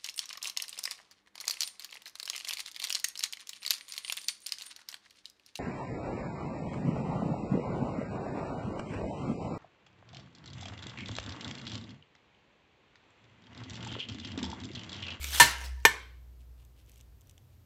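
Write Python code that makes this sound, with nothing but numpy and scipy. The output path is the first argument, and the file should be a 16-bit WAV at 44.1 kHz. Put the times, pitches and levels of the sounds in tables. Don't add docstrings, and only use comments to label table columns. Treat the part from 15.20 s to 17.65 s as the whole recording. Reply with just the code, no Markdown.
import sys
import numpy as np
from scipy import signal
from scipy.fft import rfft, irfft, next_fast_len
from scipy.io import wavfile
from scipy.ndimage import uniform_filter1d, minimum_filter1d, map_coordinates

SR = 44100
rng = np.random.default_rng(int(sys.argv[2]) if len(sys.argv) > 2 else 0)


def waveform_to_disk(signal):
    frames = np.transpose(np.atleast_2d(signal))
    scaled = np.clip(frames, -1, 1) * 32767
    samples = np.round(scaled).astype(np.int16)
    wavfile.write(sys.argv[1], SR, samples)


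N = 108045

# start_s, level_db
CUT_LEVEL = [(0, -53.5), (.02, -45.5), (.055, -42.5), (.1, -43), (.125, -39.5), (.148, -32), (.168, -35.5),
             (.184, -30), (.198, -40), (.215, -68)]
# frequency_hz, relative level_db per Hz
CRUNCH_COLOUR = [(150, -9.5), (700, -10), (1600, -4), (2300, -2.5), (3300, 1.5), (5500, -3.5), (9000, -4.5),
                 (10500, -10), (13000, -4.5), (15500, -15)]
# pitch_hz, t60_s, first_knock_db, second_knock_db
AFTER_RING = [(952, .42, -36, -45), (1781, .4, -40, -50), (7926, .4, -56, -50), (10840, .42, -46, -78),
              (11010, .4, -70, -58), (13400, .38, -70, -61)]

RING_WOBBLE_RAD, RING_WOBBLE_PER_S = 0.59, 100
SLOW_RISE_S = 0.0049


def amp(db):
    return 10 ** (np.asarray(db) / 20)


def unit(x):
    return x / np.sqrt(np.mean(x ** 2) + 1e-20)


def along(points, hz):
    point_hz, values = np.transpose(points)
    return np.interp(np.log(hz + 1), np.log(point_hz + 1), values)


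def clock():
    return np.arange(N) / SR


def curves(rows):
    s, *columns = np.transpose(rows)
    return [np.interp(clock(), s, column) for column in columns]


def wobble(rate):
    knots = rng.standard_normal(N // 20)
    return map_coordinates(knots, [clock() * rate], mode="wrap")


def fade(s, t60, rise):
    t = np.maximum(clock() - s, 0)
    decay = np.exp(-np.log(1000) * t / t60)
    return decay * (1 - np.exp(-t / rise))


def filtered(x, gain):
    size = next_fast_len(N + SR // 2)
    hz = np.fft.rfftfreq(size, 1 / SR)
    return irfft(rfft(x, size) * gain(hz), size)[:N]


def tone(hz, wobble_rad=0):
    phase = 2 * np.pi * (hz * clock() + rng.random())
    return np.sin(phase + wobble_rad * wobble(RING_WOBBLE_PER_S))


def noise(spectrum, tilt_db=0):
    def colour(hz):
        return amp(along(spectrum, hz) + tilt_db * np.log2(hz + 1))
    return unit(filtered(rng.standard_normal(N), colour))


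def grains(spectrum, rate, spread_db):
    happens = rng.random(N) < rate / SR
    size = amp(spread_db * np.clip(rng.standard_normal(N), -2, 2))
    pops = happens * rng.standard_normal(N) * size
    return unit(filtered(pops, lambda hz: amp(along(spectrum, hz))))


def patchy(x, depth_db):
    z = signal.stft(x, nperseg=256)[2]
    field = uniform_filter1d(rng.standard_normal(z.shape), size=3, axis=0)
    field = uniform_filter1d(field, size=3, axis=1)
    patches = amp(depth_db * np.clip(unit(field), -2, 2))
    return unit(signal.istft(z * patches, nperseg=256)[1][:N])


def kitchen(x):
    # frequency_hz, t60_s
    room_decay = [(120, 0.85), (250, 0.26), (500, .42), (1500, .5), (4000, 0.47), (8000, 0.31),
                  (11000, .33), (15000, 0.17)]
    hz, t, z = signal.stft(rng.standard_normal(SR), SR, nperseg=256)
    decay = np.exp(-np.log(1000) * t / along(room_decay, hz)[:, None])
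    build = 1 - np.exp(-t / SLOW_RISE_S)
    tail = signal.istft(z * decay * build, SR, nperseg=256)[1]
    return signal.fftconvolve(x, tail / np.linalg.norm(tail))[:N]


def low_hum():
    # start_s, pitch_hz, level_db (rms)
    hum_track = [(0, 69.1, -40.5), (.18, 68.3, -42), (.35, 63.9, -44.5), (.53, 63.5, -37.5),
                 (.68, 62.23, -47), (.82, 60.6, -54.5), (.98, 61.27, -48.5), (1.1, 60.8, -51),
                 (1.36, 60.43, -51), (1.56, 59.5, -60), (1.95, 60.05, -57.5), (2.1, 60.88, -71),
                 (2.45, 59.9, -75)]
    octave_db = -19.5
    drone_s, drone_hz, drone_db, drone_rise_s = 1.93, 87.5, -61, 0.12
    hz, level_db = curves(hum_track)
    phase = 2 * np.pi * np.cumsum(hz) / SR
    hum = amp(level_db + .7 * wobble(12)) * np.sin(phase)
    octave = amp(np.median(level_db) + octave_db + 0.67 * wobble(18)) * np.sin(2 * phase)
    drone_swell = np.clip((clock() - drone_s) / drone_rise_s, 0, 1)
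    drone = amp(drone_db + wobble(3.4)) * drone_swell * tone(drone_hz)
    return np.sqrt(2) * (hum + octave + drone)


def room_air():
    # frequency_hz, relative level_db per Hz
    air_colour = [(20, -21.5), (32, -10.5), (48, 3), (110, 2.5), (180, -12), (350, -15), (700, -21.5),
                  (1500, -27.5), (4000, -31), (10000, -36.5), (15500, -36)]
    air_db = -61
    hiss_hz, hiss_half_width_hz, hiss_db = 12050, 220, -82.5

    def narrow(f):
        return 1 / (1 + ((f - hiss_hz) / hiss_half_width_hz) ** 2)
    hiss = unit(filtered(rng.standard_normal(N), narrow))
    return amp(air_db) * noise(air_colour) + amp(hiss_db) * hiss


def creaking():
    # start_s, level_db, treble_tilt_db per octave
    tick_list = [(1.4498, -55.5, 4.5), (1.6614, -61, 2), (1.684, -46, -12), (1.6949, -50, 11),
                 (1.717, -52, 1), (1.7352, -58, -7), (1.741, -58, 4), (1.758, -54, -2), (1.7765, -52, 4),
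                 (1.783, -59, 3), (1.803, -53, -5.5), (1.8101, -47.5, -1), (2.0095, -55, 3),
                 (2.016, -56, 3), (2.0715, -56.5, 4), (2.0954, -46.5, 0), (2.1105, -52, 1),
                 (2.1786, -50, -1)]
    # frequency_hz, relative level_db per Hz
    leaf_colour = [(100, -37), (600, -28), (1900, -14), (2750, 3.5), (3500, 4), (4200, -9), (4800, -7),
                   (5800, 5.5), (7800, 1.5), (10500, -11.5), (12800, -1.5), (15500, -18)]
    # centre_s, half_length_s, level_db
    rub_list = [(.602, .008, -63), (1.208, 0.024, -73), (1.409, 0.034, -72.5), (1.594, .03, -69.5),
                (1.692, .018, -69), (1.764, 0.061, -70), (2.08, .03, -75), (2.33, 0.044, -81)]
    # frequency_hz, relative level_db per Hz
    rub_colour = [(100, -35), (500, -18), (1500, -10.5), (2800, 3), (5500, -7), (9000, -8), (15000, -15)]
    tick_t60_s, tick_rise_s = .013, 0.00031
    ticks = sum(amp(db) * fade(s, tick_t60_s, tick_rise_s) * noise(leaf_colour, tilt_db)
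                for s, db, tilt_db in tick_list)
    rub_level = sum(amp(db) * np.exp(-((clock() - s) / half) ** 2) for s, half, db in rub_list)
    return ticks + rub_level * grains(rub_colour, rate=1100, spread_db=2.5)


def brushes():
    # start_s, level_db
    touch_list = [(.412, -44.5), (.572, -55.5)]
    level = sum(amp(db) * fade(s, .2, SLOW_RISE_S) for s, db in touch_list)
    lower_mode = tone(AFTER_RING[0][0], RING_WOBBLE_RAD)
    upper_mode = tone(AFTER_RING[1][0], RING_WOBBLE_RAD)
    return level * (lower_mode + amp(-0.5) * upper_mode)


def rolling():
    # start_s, level_db
    roll_level = [(.37, -66), (.415, -46.5), (.435, -47), (.453, -42.5), (.475, -51), (.51, -65.5),
                  (.62, -68.5), (.65, -58.5)]
    # frequency_hz, relative level_db per Hz
    rustle_colour = [(200, -11), (900, -5), (1800, 2.5), (3200, -6.5), (6000, -1), (7500, -10), (9400, -7),
                     (10600, -17.5), (15000, -16.5)]
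    level_db, = curves(roll_level)
    moving = (clock() > roll_level[0][0]) & (clock() < roll_level[-1][0])
    rustle = patchy(grains(rustle_colour, rate=4000, spread_db=3), depth_db=6)
    return amp(level_db) * moving * rustle


def tearing():
    # frequency_hz, relative level_db per Hz
    tear_colour = [(300, -13), (2000, -2), (6000, 0), (9000, 1.5), (11000, -1), (15500, -5.5)]
    start_s, level_db, t60_s = 0.25, -32.5, 0.21
    envelope = amp(level_db) * fade(start_s, t60_s, SLOW_RISE_S)
    return envelope * grains(tear_colour, rate=3000, spread_db=3)


def snapping():
    # start_s, level_db
    snap_list = [(0.0313, -37), (0.0428, -23.5), (0.0842, -36), (.0890, -38.5), (0.1481, -26.5),
                 (0.158, -25.5), (0.1828, -31.5), (.310, -30), (0.362, -60.5), (.383, -40), (.444, -38.5),
                 (0.457, -42.5)]
    level = sum(amp(db) * fade(s, .014, rise=0.00014) for s, db in snap_list)
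    return level * patchy(noise(CRUNCH_COLOUR, tilt_db=-1.14), depth_db=2)


def squeaking():
    # start_s, pitch_hz, level_db
    squeak_track = [(0, 2300, -63.5), (.016, 2300, -48), (.056, 2350, -45), (.075, 2900, -54.5),
                    (.12, 3100, -50.5), (.15, 3250, -41.5), (.19, 3250, -43), (.21, 3200, -70.5)]
    width_hz = 400
    hz, level_db = curves(squeak_track)
    phase = 2 * np.pi * np.cumsum(hz) / SR
    return amp(level_db) * (wobble(width_hz) * np.sin(phase) + wobble(width_hz) * np.cos(phase))


def crunching():
    level_db, = curves(CUT_LEVEL)
    return amp(level_db) * patchy(grains(CRUNCH_COLOUR, rate=7000, spread_db=2), depth_db=3.5)


def cutting():
    blade_in_cabbage = clock() < CUT_LEVEL[-1][0]
    return (crunching() + squeaking()) * blade_in_cabbage + snapping() + tearing()


def edge_contacts():
    # start_s, level_db, t60_s
    contact_list = [(0.1996, -5.5, .008), (0.2017, -10.5, .014), (0.2276, -20, .07), (0.6523, -17.5, .006),
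                    (0.688, -44.5, .025)]
    # frequency_hz, relative level_db per Hz
    edge_colour = [(300, -17), (1200, -2.5), (2800, 0), (6000, -0.5), (9000, 0.5), (10500, -9),
                   (15500, -11.5)]
    level = sum(amp(db) * fade(s, t60, rise=.0001) for s, db, t60 in contact_list)
    edge = noise(edge_colour) * level
    return edge + amp(-17) * kitchen(edge)


def counter_thud(s):
    # pitch_hz, relative level_db, t60_s
    counter_modes = [(117.7, -5, 0.26), (143.6, -2, .22), (201, -10.5, .25), (262, -9, .18)]
    return sum(amp(db) * tone(hz) * fade(s, t60, rise=0.0099) for hz, db, t60 in counter_modes)


def board_clack(s, t60, tilt_db):
    # frequency_hz, relative level_db per Hz
    board_colour = [(30, -35), (100, -17.5), (190, -12.5), (280, -6.5), (420, -0.5), (560, -6), (740, -3.5),
                    (950, 3.5), (1300, -3.5), (1600, 4), (2400, 1), (3200, -0.5), (4800, -3.5), (6300, -1),
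                    (8500, -7.5), (10500, -12.5), (15000, -15)]
    return noise(board_colour, tilt_db) * fade(s, t60, rise=0.000067)


def blade_ring(knock, s, rise):
    # pitch_hz, t60_s, relative first_knock_db, relative second_knock_db
    blade_modes = [(952, .035, -11.5, -11.5), (941.5, .1, -10.5, -19), (1779, .125, -9, -12),
                   (2128, 0.11, -26.5, -28), (2426, 0.033, -13.5, -11), (2883, .08, -24.5, -21),
                   (3147, 0.13, -24, -31), (3545, 0.083, -21, -21.5), (4175, 0.2, -23.5, -37),
                   (4433, .11, -25, -44), (5670, .08, -22, -31.5), (6306, 0.065, -25, -27),
                   (7030, .07, -23, -37), (7840, .15, -31, -31.5), (8820, .08, -18.5, -55),
                   (9461, 0.18, -42.5, -41), (10820, 0.12, -23, -49), (11520, .07, -34, -25.5),
                   (12630, 0.13, -24.5, -34), (13200, .12, -46.5, -35.5)]
    return sum(amp(levels[knock]) * tone(hz, RING_WOBBLE_RAD) * fade(s, t60, rise)
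               for hz, t60, *levels in blade_modes)


def blade_after_ring(knock, s):
    return sum(amp(levels[knock]) * tone(hz, 2 * RING_WOBBLE_RAD) * fade(s, t60, SLOW_RISE_S)
               for hz, t60, *levels in AFTER_RING)


def knocks():
    # start_s, ring_db, ring_rise_s, clack_db, clack_t60_s, treble_tilt_db per octave, thud_db, room_db
    knock_list = [(.1997, 5, 0.0027, -11.5, 0.14, -0.25, -26, -8),
                  (.6515, 2, 0.00063, -8.5, 0.04, -1.8, -38.5, -14)]
    ring_room_db = -13
    out = edge_contacts()
    for k, (s, ring_db, rise, clack_db, clack_t60, tilt_db, thud_db, room_db) in enumerate(knock_list):
        ring = amp(ring_db) * blade_ring(k, s, rise)
        clack = amp(clack_db) * board_clack(s, clack_t60, tilt_db)
        thud = amp(thud_db) * counter_thud(s)
        room = amp(room_db) * kitchen(clack + amp(ring_room_db) * ring)
        out = out + ring + clack + thud + blade_after_ring(k, s) + room
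    return out


def scene():
    background = low_hum() + room_air()
    creaks = creaking()
    leaves = rolling() + cutting()
    room = kitchen(amp(-10.5) * leaves + amp(-18.5) * creaks)
    return (background + room + creaks + brushes() + leaves + knocks())[None]


def record(dry):
    ceiling_db, top_hz = -0.65, 15700
    need = np.minimum(1, amp(ceiling_db) / (np.abs(dry[0]) + 1e-9))
    gain = uniform_filter1d(minimum_filter1d(need, size=161), size=161)
    return filtered(dry[0] * gain, lambda hz: 1 / np.sqrt(1 + (hz / top_hz) ** 160))[None]


dry = scene()
out = record(dry)
waveform_to_disk(out)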